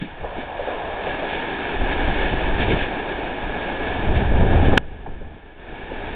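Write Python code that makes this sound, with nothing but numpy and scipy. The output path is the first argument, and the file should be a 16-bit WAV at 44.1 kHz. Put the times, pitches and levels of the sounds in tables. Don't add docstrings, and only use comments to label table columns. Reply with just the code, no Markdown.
import sys
import numpy as np
from scipy import signal
from scipy.fft import rfft, irfft, next_fast_len
from scipy.io import wavfile
from scipy.ndimage import uniform_filter1d, map_coordinates

SR = 44100
rng = np.random.default_rng(int(sys.argv[2]) if len(sys.argv) > 2 else 0)


def master_out(mix):
    frames = np.transpose(np.atleast_2d(mix))
    ceiling = np.clip(frames, -1, 1)
    pcm = np.round(ceiling * 32767).astype(np.int16)
    wavfile.write(sys.argv[1], SR, pcm)


N = 271215

# centre_hz, width_hz, gain_db
CAVITY_BELLS = [(409, 90, 3), (777, 240, 3.5), (1130, 223, -5.5), (1477, 110, 3), (1683, 199, 10.5),
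                (2036, 190, -6.5), (2215, 150, 3), (3470, 210, 2)]
# freq_hz, gain_db
VOICE_BAND_EQ = [(3680, -2), (3850, -13), (4000, -20.5), (4300, -21), (4480, -31.5), (4750, -80.5),
                 (6000, -120)]
# start_s, level_db, ring_hz
BODY_BUMPS = [(2.672, -24, 129), (2.703, -17.5, 352), (5.058, -16, 853), (5.06, -34, 1980),
              (5.064, -15.5, 516), (5.214, -20, 514), (5.912, -24.5, 444)]
# peak_s, level_db
GRIT_HITS = [(.308, -35), (3.092, -27), (4.7781, 3.5)]
# freq_hz, density_db
GRIT_SPECTRUM = [(60, -37), (300, 3), (700, -3), (1000, 2.5), (1300, 3.5), (1510, 3.5), (1690, -4),
                 (2050, -3.5), (2300, -1), (2800, 1), (3500, -4.5), (4400, 0)]
# peak_s, hold_s, level_db
ROUGH_TRACK = [(0.252, 0.31, -34.5), (0.69, 0.43, -30.5), (1.836, 2.4, -35.5)]
# freq_hz, density_db
ROAR_SPECTRUM = [(100, -31), (220, -28), (400, -3), (580, 6), (780, 1), (1040, 3), (1250, -5), (1600, -29),
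                 (3000, -35.5)]
# start_s, level_db, ring_hz
JOINT_CLACKS = [(.009, -24.5, 175), (.016, -27, 275), (.236, -26, 547), (.376, -29.5, 264),
                (.589, -22.5, 535), (.669, -24, 640), (.68, -26, 478), (1.064, -22.5, 583),
                (1.222, -24, 574)]
# time_s, level_db
RUSH_CONTOUR = [(0.12, -44.5), (0.3, -40), (0.52, -39.5), (0.7, -35), (0.95, -36), (1.15, -31.5),
                (1.6, -31.3), (2.05, -29.5), (2.5, -30), (2.76, -31), (2.95, -32), (3.3, -33.5),
                (3.95, -30.5), (4.35, -32.5), (4.6, -31)]
# freq_hz, density_db
GRASS_SPECTRUM = [(40, -19.5), (150, -2), (300, 5.5), (600, 0), (900, 0.5), (1400, -7.5), (2400, -5),
                  (3100, -11), (4500, -14.5)]
# peak_s, level_db, half_width_s
TUFT_SWISHES = [(0.027, -40, 0.078), (0.411, -39, 0.05), (1.095, -37, 0.092), (1.333, -33, 0.07),
                (1.92, -28.5, 0.028), (2.23, -31.5, 0.28), (2.625, -26, 0.053), (2.712, -25, 0.04),
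                (2.815, -28.5, 0.075), (3.88, -34, 0.025), (4.17, -29.5, 0.034), (4.665, -30.5, 0.04)]
# freq_hz, density_db
TUFT_SPECTRUM = [(900, -44), (1700, -4), (2300, -1.5), (2900, -5), (3700, -9.5)]
# peak_s, rise_s, hold_s, large_eddy_db, small_eddy_db
WAKE_GUSTS = [(0.192, .07, 0.044, -27, -34.5), (1.07, .08, .04, -36.5, -33),
              (1.797, 0.1, 1.0, -19.5, -32.5), (3.454, 0.2, 0.093, -28, -30), (4.19, 0.37, 1.1, -13, -18.5),
              (5.45, .1, 0.26, -26, -34.5)]
# peak_s, level_db, half_width_s
EDDY_FLURRIES = [(2.09, -24.5, 0.062), (2.33, -24, 0.059), (2.675, -16, .12), (4.53, -19.5, 0.14),
                 (4.75, -18, 0.096)]
# freq_hz, density_db
PUSH_SPECTRUM = [(3, -21), (8, 1.5), (16, -2), (30, -3), (50, -8), (75, -10.5), (140, -45), (400, -62)]
# freq_hz, density_db
FLUTTER_SPECTRUM = [(25, -21.5), (55, -13), (80, -3), (130, -9.5), (240, -13), (400, -18), (750, -22.5),
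                    (1200, -33), (3000, -50)]

RUSH_GAIN_DB, WAKE_FADE_START_S, WAKE_FADE_DB_PER_S = 5, 3.64, 1.88
BREEZE_LARGE_DB, BREEZE_SMALL_DB, BREEZE_GROWTH_DB_PER_S = -37.5, -42.5, 0.95
TIME_S = np.arange(N) / SR


def amp(db):
    return 10 ** (np.asarray(db) / 20)


def unit(x):
    return x / np.sqrt(np.mean(x ** 2) + 1e-20)


def gain_at(points, hz):
    freq_hz, db = np.transpose(points)
    return amp(np.interp(np.log(hz + 1), np.log(freq_hz + 1), db))


def wobble(rate_hz):
    knots = rng.standard_normal(int(N * rate_hz / SR) + 4)
    return map_coordinates(knots, [TIME_S * rate_hz])


def swell(peak_s, rise_s, hold_s, fall_s):
    t = TIME_S - peak_s
    return amp(-20 * (np.maximum(-t, 0) / rise_s + np.maximum(t - hold_s, 0) / fall_s))


def puffs(rows):
    return sum(amp(db) * np.exp(-2 * ((TIME_S - peak_s) / half_width_s) ** 2)
               for peak_s, db, half_width_s in rows)


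def add(track, start_s, sound):
    start = round(start_s * SR)
    sound = sound[max(-start, 0):]
    start = max(start, 0)
    track[start:start + len(sound)] += sound[:N - start]


def filtered(x, response):
    size = next_fast_len(len(x) + SR // 4)
    hz = np.fft.rfftfreq(size, 1 / SR)
    return irfft(rfft(x, size) * response(hz), size)[:len(x)]


def microphone(hz):
    cavity_db = sum(db * np.exp(-np.log(2) * (2 * (hz - centre_hz) / width_hz) ** 2)
                    for centre_hz, width_hz, db in CAVITY_BELLS)
    return amp(cavity_db) * gain_at(VOICE_BAND_EQ, hz)


def heard(x, spectrum):
    return unit(filtered(x, lambda hz: gain_at(spectrum, hz) * microphone(hz)))


def knocks(rows, q, attack_s, t60_s, rattle_db):
    out, lead = np.zeros(N), SR // 50
    t = np.maximum(np.arange(-lead, SR // 4), 0) / SR
    envelope = (1 - np.exp(-t / attack_s)) * amp(-60 * t / t60_s)
    envelope /= envelope.max()
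    for start_s, db, ring_hz in rows:
        def response(hz):
            damping = 1j * hz * ring_hz / q
            resonance = damping / (ring_hz ** 2 - hz ** 2 + damping)
            return (resonance ** 2 + amp(rattle_db)) * microphone(hz)
        blow = unit(filtered(envelope * rng.standard_normal(len(t)), response))
        add(out, start_s - lead / SR, amp(db) * blow * np.sqrt(np.mean(envelope ** 2)))
    return out


def camera_bumps():
    return knocks(BODY_BUMPS, q=3.5, attack_s=0.0024, t60_s=0.061, rattle_db=-53.5)


def grit(doubling_s=0.0008, halving_s=0.0014):
    out, lead = np.zeros(N), SR // 50
    t = np.arange(-lead, lead) / SR
    envelope = 2 ** np.minimum(t / doubling_s, -t / halving_s)
    for peak_s, db in GRIT_HITS:
        phase = np.angle(rfft(envelope * rng.standard_normal(len(t))))
        skid = irfft(np.exp(1j * phase)) * np.sqrt(envelope)
        crack = heard(skid, GRIT_SPECTRUM) * np.sqrt(np.mean(envelope ** 2))
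        add(out, peak_s - lead / SR, amp(db) * crack)
    return out


def wheels():
    stretches = [amp(db) * swell(peak_s, rise_s=.15, hold_s=hold_s, fall_s=.3)
                 for peak_s, hold_s, db in ROUGH_TRACK]
    roar_gain = np.linalg.norm(stretches, axis=0) * amp(wobble(52))
    roar = roar_gain * heard(rng.standard_normal(N), ROAR_SPECTRUM)
    return roar + knocks(JOINT_CLACKS, q=2.16, attack_s=0.0031, t60_s=0.13, rattle_db=-34)


def grass(ticks_per_s=1800, body_hz=430, body_fill_s=(1.0, 2.1)):
    ticks = (rng.random(N) < ticks_per_s / SR) * rng.standard_normal(N)
    rustle = heard(rng.standard_normal(N) + .5 * unit(ticks), GRASS_SPECTRUM)
    body = filtered(rustle, lambda hz: 1 / (1 + (hz / body_hz) ** 6))
    hiss = rustle - body
    body_db = np.interp(TIME_S, body_fill_s, [-5, 0])
    level_db = np.interp(TIME_S, *np.transpose(RUSH_CONTOUR)) + RUSH_GAIN_DB
    level_db -= WAKE_FADE_DB_PER_S * np.maximum(TIME_S - WAKE_FADE_START_S, 0)
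    rush = amp(level_db + 0.69 * wobble(18)) * (hiss + amp(body_db) * body)
    return rush + puffs(TUFT_SWISHES) * heard(rng.standard_normal(N), TUFT_SPECTRUM)


def eddy_gains():
    breeze = amp([[BREEZE_LARGE_DB], [BREEZE_SMALL_DB]]) * amp(BREEZE_GROWTH_DB_PER_S * TIME_S)
    gusts = [amp([[large_db], [small_db]]) * swell(peak_s, rise_s, hold_s, fall_s=0.12)
             for peak_s, rise_s, hold_s, large_db, small_db in WAKE_GUSTS]
    large, small = np.linalg.norm([breeze] + gusts, axis=0)
    return large, small + puffs(EDDY_FLURRIES)


def buffeting(ceiling=.6):
    large_gain, small_gain = eddy_gains()
    push = heard(rng.standard_normal(N), PUSH_SPECTRUM)
    flutter = heard(rng.standard_normal(N), FLUTTER_SPECTRUM)
    flutter = unit(flutter * (1 + 0.96 * np.abs(push)) * amp(2.3 * wobble(22)))
    pressure = large_gain * push + small_gain * flutter
    rounded = ceiling * np.tanh(pressure / ceiling)
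    return filtered(rounded, lambda hz: gain_at(VOICE_BAND_EQ, hz))


def scene():
    return (camera_bumps() + wheels() + grass() + buffeting() + grit())[None]


def gain_control(x, duck_db=16.5, hold_s=0.77, release_s=0.54, attack_s=0.014):
    treble = filtered(x, lambda hz: hz > 1000)
    overload = uniform_filter1d(treble ** 2, SR // 400) > .05
    since_s = TIME_S - np.maximum.accumulate(np.where(overload, TIME_S, -np.inf))
    target_gain = np.interp(since_s, [hold_s, hold_s + release_s], [amp(-duck_db), 1])
    pole = np.exp(-2 / (attack_s * SR))
    gain_db = signal.lfilter([1 - pole], [1, -pole], 20 * np.log10(target_gain))
    return x * amp(gain_db)


def record(dry):
    ceiling, cutoff_hz = .72, 15900
    ducked = gain_control(dry[0])
    clipped = ducked / (1 + np.abs(ducked / ceiling) ** 30) ** (1 / 30)
    return filtered(clipped, lambda hz: 1 / (1 + (hz / cutoff_hz) ** 120))[None]


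dry = scene()
out = record(dry)
master_out(out)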